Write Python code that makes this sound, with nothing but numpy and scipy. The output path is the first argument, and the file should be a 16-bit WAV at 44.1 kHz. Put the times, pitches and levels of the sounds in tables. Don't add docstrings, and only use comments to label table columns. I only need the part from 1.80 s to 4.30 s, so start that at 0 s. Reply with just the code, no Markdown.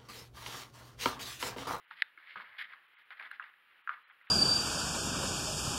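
import sys
import numpy as np
from scipy import signal
from scipy.fft import rfft, irfft, next_fast_len
from scipy.io import wavfile
from scipy.ndimage import uniform_filter1d

SR = 44100
rng = np.random.default_rng(int(sys.argv[2]) if len(sys.argv) > 2 else 0)


def to_wav(sig):
    pcm = np.clip(np.atleast_2d(sig), -1, 1) * 32767
    pcm = np.round(pcm).astype(np.int16)
    wavfile.write(sys.argv[1], SR, pcm.T)


def magnitude_from_level(level_db):
    exponent = np.asarray(level_db, float) / 20
    return 10 ** exponent


N = 110250

# freq_hz, density_db_per_hz
AIR_SPECTRUM = [(18, -41.5), (30, -32.5), (562, -17), (655, -19), (1330, -3.5), (1800, -2), (3000, -8),
                (4170, -21), (5800, -39), (7540, -68), (12800, -120)]
# freq_hz, density_db_per_hz
HISS_SPECTRUM = [(5000, -18), (6000, -26), (7000, -13.5), (8000, -19.5), (9000, -11), (10400, -5.5),
                 (13000, -3.5), (15800, -11)]
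# freq_hz, gain_db
HOUSING_SPECTRUM = [(60, -55), (400, -28.5), (700, -13.5), (1080, -7.5), (1750, 3.5), (2400, -6),
                    (3600, -11), (4600, -19.5),
                    (5300, -31.5), (6000, -60.5), (7100, -47), (8000, -61.5), (10400, -36), (12500, -42.5),
                     (14600, -39), (16000, -57.5)]
# start_s, level_db, pitch_hz, t60_s
FLOOR_THUDS = [
    (0.553, -70, 84.4, 0.22),
    (0.557, -66.5, 168, 0.34),
    (0.552, -64, 316, 0.31),
    (0.556, -59.5, 517, 0.24),
    (0.68, -80, 86, 0.22),
    (0.822, -83.5, 166, 0.62),
    (1.41, -82.5, 252, 0.96),
    (1.64, -81.5, 210, 0.15),
]
# start_s, peak_db, pitch_hz, t60_s
SLAB_MODES = [(0.1110, -43, 908, 0.033), (0.1120, -79, 174, 0.42), (0.2212, -36, 2524, 0.014),
              (0.2213, -47, 10450, .007), (0.2214, -26, 3600, 0.009), (0.2216, -36, 4300, 0.007),
              (0.2219, -43.5, 595, 0.018), (0.2220, -42, 900, 0.022), (0.3750, -43, 2165, 0.032),
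              (0.3760, -61.5, 333, 0.05), (0.5570, -36, 976, 0.021), (0.6000, -41, 974, 0.031),
              (1.3058, -60, 624, 0.027), (1.3059, -44, 2300, 0.016), (1.3060, -47, 2900, .015),
              (1.3061, -51, 3700, .015), (1.3980, -37, 2400, 0.016), (1.4555, -44, 3300, .012),
              (1.5130, -56, 14200, .006), (1.5139, -51, 10520, 0.0052), (1.5140, -42, 2735, 0.014),
              (1.5141, -50, 4030, 0.018), (1.6250, -42.5, 2735, 0.024), (2.0748, -68.5, 10540, .01),
              (2.0940, -43, 2950, 0.015), (2.2380, -64, 4050, .12), (2.2390, -66, 540, .12),
              (2.4135, -46, 2000, .015)]
# start_s, rise_s, hold_s, level_db, brightness_db_per_octave
SOLE_SCUFFS = [(0.0, 0.0042, 0.052, -85.5, -5), (0.104, 0.0017, 0.033, -55, 2.5),
               (0.121, 0.076, 0.014, -51.5, 4), (0.238, 0.013, 0.031, -71.5, 6),
               (0.392, 0.004, 0.085, -62.5, -0.5), (0.454, 0.032, 0.061, -55.5, 4.5),
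               (0.552, 0.0079, 0.068, -51.5, 2.5), (0.63, 0.016, 0.1285, -58, -2),
               (0.777, 0.0084, 0.04, -44, 5.5), (0.84, 0.0018, 0.015, -53, 4.0),
               (0.877, 0.014, 0.052, -55.5, 1), (0.94, 0.016, 0.043, -68, -4),
               (1.159, 0.0096, 0.052, -65, 1.5), (1.303, 0.0037, 0.026, -51, -2.5),
               (1.354, 0.023, 0.0062, -57.5, -0.5), (1.393, 0.0023, 0.02, -49.5, -3.5),
               (1.42, 0.0037, 0.052, -50.5, -1), (1.502, 0.0054, 0.053, -56, 0),
               (1.596, 0.0058, 0.096, -59, -2), (2.093, 0.003, 0.05, -54, -2.5),
               (2.302, 0.0026, 0.01, -60, -3), (2.463, 0.0061, 0.025, -72, 13)]
# freq_hz, gain_db
GRIT_TINT = [(900, -0.5), (1700, -0.5), (2200, 5), (2600, -1), (3200, 1.5), (3800, -2), (5000, -2),
             (6000, 2)]
# start_s, peak_db, ring_hz, bright_edge_db, room_share_db
CHIP_SNAPS = [(0.111, -34.5, 1305, -15, -14.5), (0.2221, -14, 1910, -5.5, -32),
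              (0.377, -43.5, 1415, -18.5, -9), (0.5575, -35, 1327, -24, -4), (0.6005, -35, 1360, -35, -7),
              (1.306, -37, 1520, -13, -7), (1.398, -35, 1780, -10.5, -7), (1.514, -32.5, 1490, -42, -10.5),
              (1.5975, -28.5, 1420, -38, -10.5), (1.626, -42.5, 2170, -26, -1.5),
              (2.0752, -26.5, 1370, -36, -16.5), (2.0933, -20.5, 1272, -27.5, -13.5),
              (2.3, -47.5, 1390, -9.5, -7)]
# start_s, peak_db, ring_hz, bright_edge_db
GRIT_TICKS = [(0.388, -41, 1400, -4), (0.401, -51, 1800, -6), (0.474, -31, 2230, -28),
              (0.496, -37.5, 2170, -15), (0.51, -30.5, 2880, -38), (0.56, -23, 1300, -19),
              (0.5775, -28.5, 1570, -19), (0.621, -35, 1480, -20), (0.786, -25.5, 1710, -25),
              (0.7925, -25.5, 2170, -11), (0.797, -25, 1650, -9), (0.808, -38, 1670, -15),
              (0.8148, -21.5, 1870, -15), (0.8171, -29.5, 1700, -23), (0.824, -30, 2120, -19),
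              (0.829, -44, 2280, -10), (0.8408, -44, 1560, -22), (0.8454, -35, 1830, -7),
              (0.853, -34, 1910, -12), (0.9259, -30, 2200, -25), (0.936, -28, 1276, -13),
              (0.923, -39.5, 1400, -22), (1.189, -39.5, 1280, -19), (1.249, -71, 2020, -20),
              (1.3725, -33, 1900, -16), (1.392, -37, 1500, -13), (1.418, -37, 2020, -16),
              (1.427, -28, 2320, -13), (1.456, -38, 1990, -12), (1.54, -32, 1810, -19),
              (1.641, -32, 1500, -7), (1.739, -38, 1720, -20), (1.905, -48, 1930, -29),
              (1.993, -46, 1840, -14.5), (2.0789, -22, 1350, -26), (2.0974, -26.5, 1485, -33),
              (2.102, -24, 1290, -30), (2.1064, -27, 1230, -31.5), (2.1115, -35, 1380, -30),
              (2.115, -29, 1334, -28), (2.1234, -35.5, 1340, -30), (2.129, -36, 1440, -34),
              (2.138, -31, 1310, -28), (2.158, -38, 1260, -32), (2.169, -33.5, 1380, -23),
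              (2.4128, -41, 1360, -32), (2.472, -36, 2240, -27), (2.476, -38.5, 1630, -10)]
# start_s, length_s, depth_db
BAND_DROPOUTS = [(0.052, 0.025, -9), (1.07, 0.0093, -16), (1.146, 0.037, -16), (1.232, 0.021, -9),
                 (2.018, 0.024, -14.5), (2.233, 0.043, -15), (2.297, 0.024, -14), (2.428, 0.016, -10),
                 (2.468, 0.019, -10)]

AIR_DB, AIR_FLICKER_DB = -65.5, 0.8
HISS_DB, WHINE_DB, WHINE_HZ = -86.5, -97, 15714
KEPT_LOW_HZ, KEPT_HIGH_HZ, CUTOFF_HZ = 750, 3900, 16150
ROOM_T60_S, ROOM_GAP_S, ROOM_CUT_HZ = 0.26, 0.0014, 3700
SCUFF_ROOM_DB, SLAB_ROOM_DB, TICK_ROOM_DB = -13.5, -23.5, -10
SCUFF_RELEASE_S = 0.0044
GRAINS_PER_S, GRAIN_SPREAD_DB, GRAIN_CLUMP_DB, GRIT_PATCHY_DB = 9000, 2.5, 1.5, 1.6
SPARKLE_DB_PER_DB, SPARKLE_FROM_DB = 0.4, -47.5
TICK_GAIN_DB = -11.5
CHIP_DIE_CYCLES, CHIP_SECOND_DB, CHIP_LOW_CUT_RATIO = 0.67, -15.5, 0.72
CHIP_LEAD_S, CHIP_SCATTER_S, EDGE_CUT_HZ = 0.0011, 0.0015, 10500
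BOUNCE_S, BOUNCE_DB = 0.0036, -16
CHIP_SAMPLES = 2048


def rms_one(x):
    return x / np.sqrt(np.mean(x ** 2) + 1e-20)


def butter(x, order, hz, kind="low"):
    return signal.sosfilt(signal.butter(order, hz, kind, fs=SR, output="sos"), x)


def colour(x, points):
    size = next_fast_len(N + 8192)
    size += size % 2
    hz, db = np.transpose(points)
    bin_hz = np.arange(size // 2 + 1) * SR / size
    log_gain = np.interp(np.log(bin_hz + 1), np.log(hz), db) * np.log(10) / 20
    cepstrum = irfft(log_gain, size)
    cepstrum[1:size // 2] *= 2
    cepstrum[size // 2 + 1:] = 0
    return irfft(rfft(x, size) * np.exp(rfft(cepstrum)), size)[..., :N]


def drift(rate_hz):
    r = np.exp(-2 * np.pi * rate_hz / SR)
    wander = signal.lfilter([1], [1, -2 * r, r * r], rng.standard_normal(N + SR))
    return rms_one(wander[SR:])


def housing(x):
    return colour(x, HOUSING_SPECTRUM)


def night_air():
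    air = rms_one(colour(rng.standard_normal(N), AIR_SPECTRUM))
    return air * magnitude_from_level(AIR_DB + AIR_FLICKER_DB * drift(6))


def room(x):
    t = np.arange(SR) / SR
    tail = rng.standard_normal(SR) * magnitude_from_level(-60 * t / ROOM_T60_S) * (t > ROOM_GAP_S)
    tail = butter(tail, 1, ROOM_CUT_HZ)
    return signal.fftconvolve(x, tail / np.sqrt(np.sum(tail ** 2)))[:N]


def floor_thuds():
    t = np.arange(N) / SR
    out = np.zeros(N)
    for start_s, level_db, hz, t60_s in FLOOR_THUDS:
        rumble = rms_one(butter(rng.standard_normal(N), 2, [hz * 0.97, hz * 1.45], "band"))
        age = np.maximum(t - start_s, 0)
        out += rumble * magnitude_from_level(level_db - 60 * age / t60_s) * (1 - np.exp(-age / 0.0073))
    return out


def slab_rings():
    t = np.arange(N) / SR
    out = np.zeros(N)
    for start_s, peak_db, hz, t60_s in SLAB_MODES:
        age = np.maximum(t - start_s, 0)
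        onset = (1 - np.exp(-age * hz)) ** 2
        out += magnitude_from_level(peak_db - 60 * age / t60_s) * np.sin(2 * np.pi * hz * age) * onset
    return out


def grit_bands():
    size_db = GRAIN_SPREAD_DB * np.minimum(rng.exponential(1, N), 3)
    sizes = magnitude_from_level(size_db) * rng.choice([-1, 1], N)
    struck = rng.random(N) < GRAINS_PER_S / SR
    grains = sizes * struck * magnitude_from_level(GRAIN_CLUMP_DB * np.tanh(drift(110)))
    rest = rms_one(colour(housing(grains), GRIT_TINT))
    bands = []
    for hz in (1150, 1600, 2300, 3300, 7000):
        low = signal.sosfiltfilt(signal.butter(4, hz, fs=SR, output="sos"), rest)
        bands.append(low)
        rest = rest - low
    return np.array([band * magnitude_from_level(GRIT_PATCHY_DB * drift(25)) for band in bands + [rest]])


def scuffs():
    t = np.arange(N) / SR
    bands = grit_bands()
    octaves = np.log2(np.array([700, 1350, 1900, 2800, 3600]) / 1900)
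    out = np.zeros(N)
    for start_s, rise_s, hold_s, level_db, tilt_db in SOLE_SCUFFS:
        rise = np.clip((t - start_s) / rise_s, 0, 1) ** 2
        released_s = np.maximum(t - start_s - rise_s - hold_s, 0)
        press = rise * np.exp(-released_s / SCUFF_RELEASE_S)
        sparkle_db = SPARKLE_DB_PER_DB * (level_db - SPARKLE_FROM_DB)
        band_gain = magnitude_from_level(np.append(tilt_db * octaves, sparkle_db))
        out += magnitude_from_level(level_db) * press * (band_gain @ bands)
    return out


def chips():
    ticks = [(s, db + TICK_GAIN_DB, hz, edge_db, TICK_ROOM_DB) for s, db, hz, edge_db in GRIT_TICKS]
    pulse = housing(np.arange(N) == 0)[:CHIP_SAMPLES]
    t = np.arange(CHIP_SAMPLES) / SR
    near, far = np.zeros(N + CHIP_SAMPLES), np.zeros(N + CHIP_SAMPLES)
    edge = butter(t == 0, 2, [3000, EDGE_CUT_HZ], "band")
    for start_s, peak_db, hz, edge_db, room_db in [*CHIP_SNAPS, *ticks]:
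        second_hz = hz * rng.uniform(1.77, 1.9)
        age = t * hz / CHIP_DIE_CYCLES
        rings = np.sin(2 * np.pi * hz * t) + magnitude_from_level(CHIP_SECOND_DB) * np.sin(2 * np.pi * second_hz * t)
        body = age ** 2 * np.exp(-age) * rings
        snap = signal.fftconvolve(body + 20 * magnitude_from_level(edge_db) * edge, pulse)[:CHIP_SAMPLES]
        snap = butter(snap, 4, CHIP_LOW_CUT_RATIO * hz, "high")
        snap *= magnitude_from_level(peak_db) / np.abs(snap).max()
        snap += magnitude_from_level(BOUNCE_DB) * np.interp(t - BOUNCE_S, t, snap, left=0)
        crumbs = rng.standard_normal(CHIP_SAMPLES) * np.exp(-t / CHIP_SCATTER_S)
        crumbs = butter(crumbs, 2, [hz * 0.73, hz * 1.088], "band")
        crumbs = signal.fftconvolve(crumbs, pulse)[:CHIP_SAMPLES]
        i = int((start_s - CHIP_LEAD_S) * SR)
        near[i:i + CHIP_SAMPLES] += snap
        far[i:i + CHIP_SAMPLES] += rms_one(crumbs) * np.sqrt(np.mean(snap ** 2)) * magnitude_from_level(room_db)
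    return near[:N], far[:N]


def scene():
    near, far = chips()
    scuff = scuffs()
    rings = slab_rings()
    to_room = far + magnitude_from_level(SCUFF_ROOM_DB) * scuff + magnitude_from_level(SLAB_ROOM_DB) * rings
    mix = near + scuff + rings + room(to_room) + floor_thuds() + night_air()
    return mix[None]


def low_pass(x):
    return signal.sosfilt(signal.butter(12, 15890, fs=SR, output="sos"), x)


def record(dry):
    t = np.arange(N) / SR
    hiss = rms_one(colour(rng.standard_normal(N), [(2500, -41), *HISS_SPECTRUM]))
    x = dry + magnitude_from_level(HISS_DB) * hiss
    middle = signal.butter(6, [KEPT_LOW_HZ, KEPT_HIGH_HZ], "band", fs=SR, output="sos")
    kept = signal.sosfiltfilt(middle, x)
    loss_db = np.zeros(N)
    for start_s, length_s, depth_db in BAND_DROPOUTS:
        loss_db += depth_db * ((t > start_s) & (t < start_s + length_s))
    x = kept + (x - kept) * magnitude_from_level(uniform_filter1d(loss_db, size=200))
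    whine = np.sqrt(2) * np.sin(2 * np.pi * WHINE_HZ * t + 1.5 * drift(5))
    x = x + magnitude_from_level(WHINE_DB) * whine
    x = signal.sosfilt(signal.cheby2(16, 50, CUTOFF_HZ, fs=SR, output="sos"), x)
    return low_pass(x)


dry = scene()
out = record(dry)
to_wav(out)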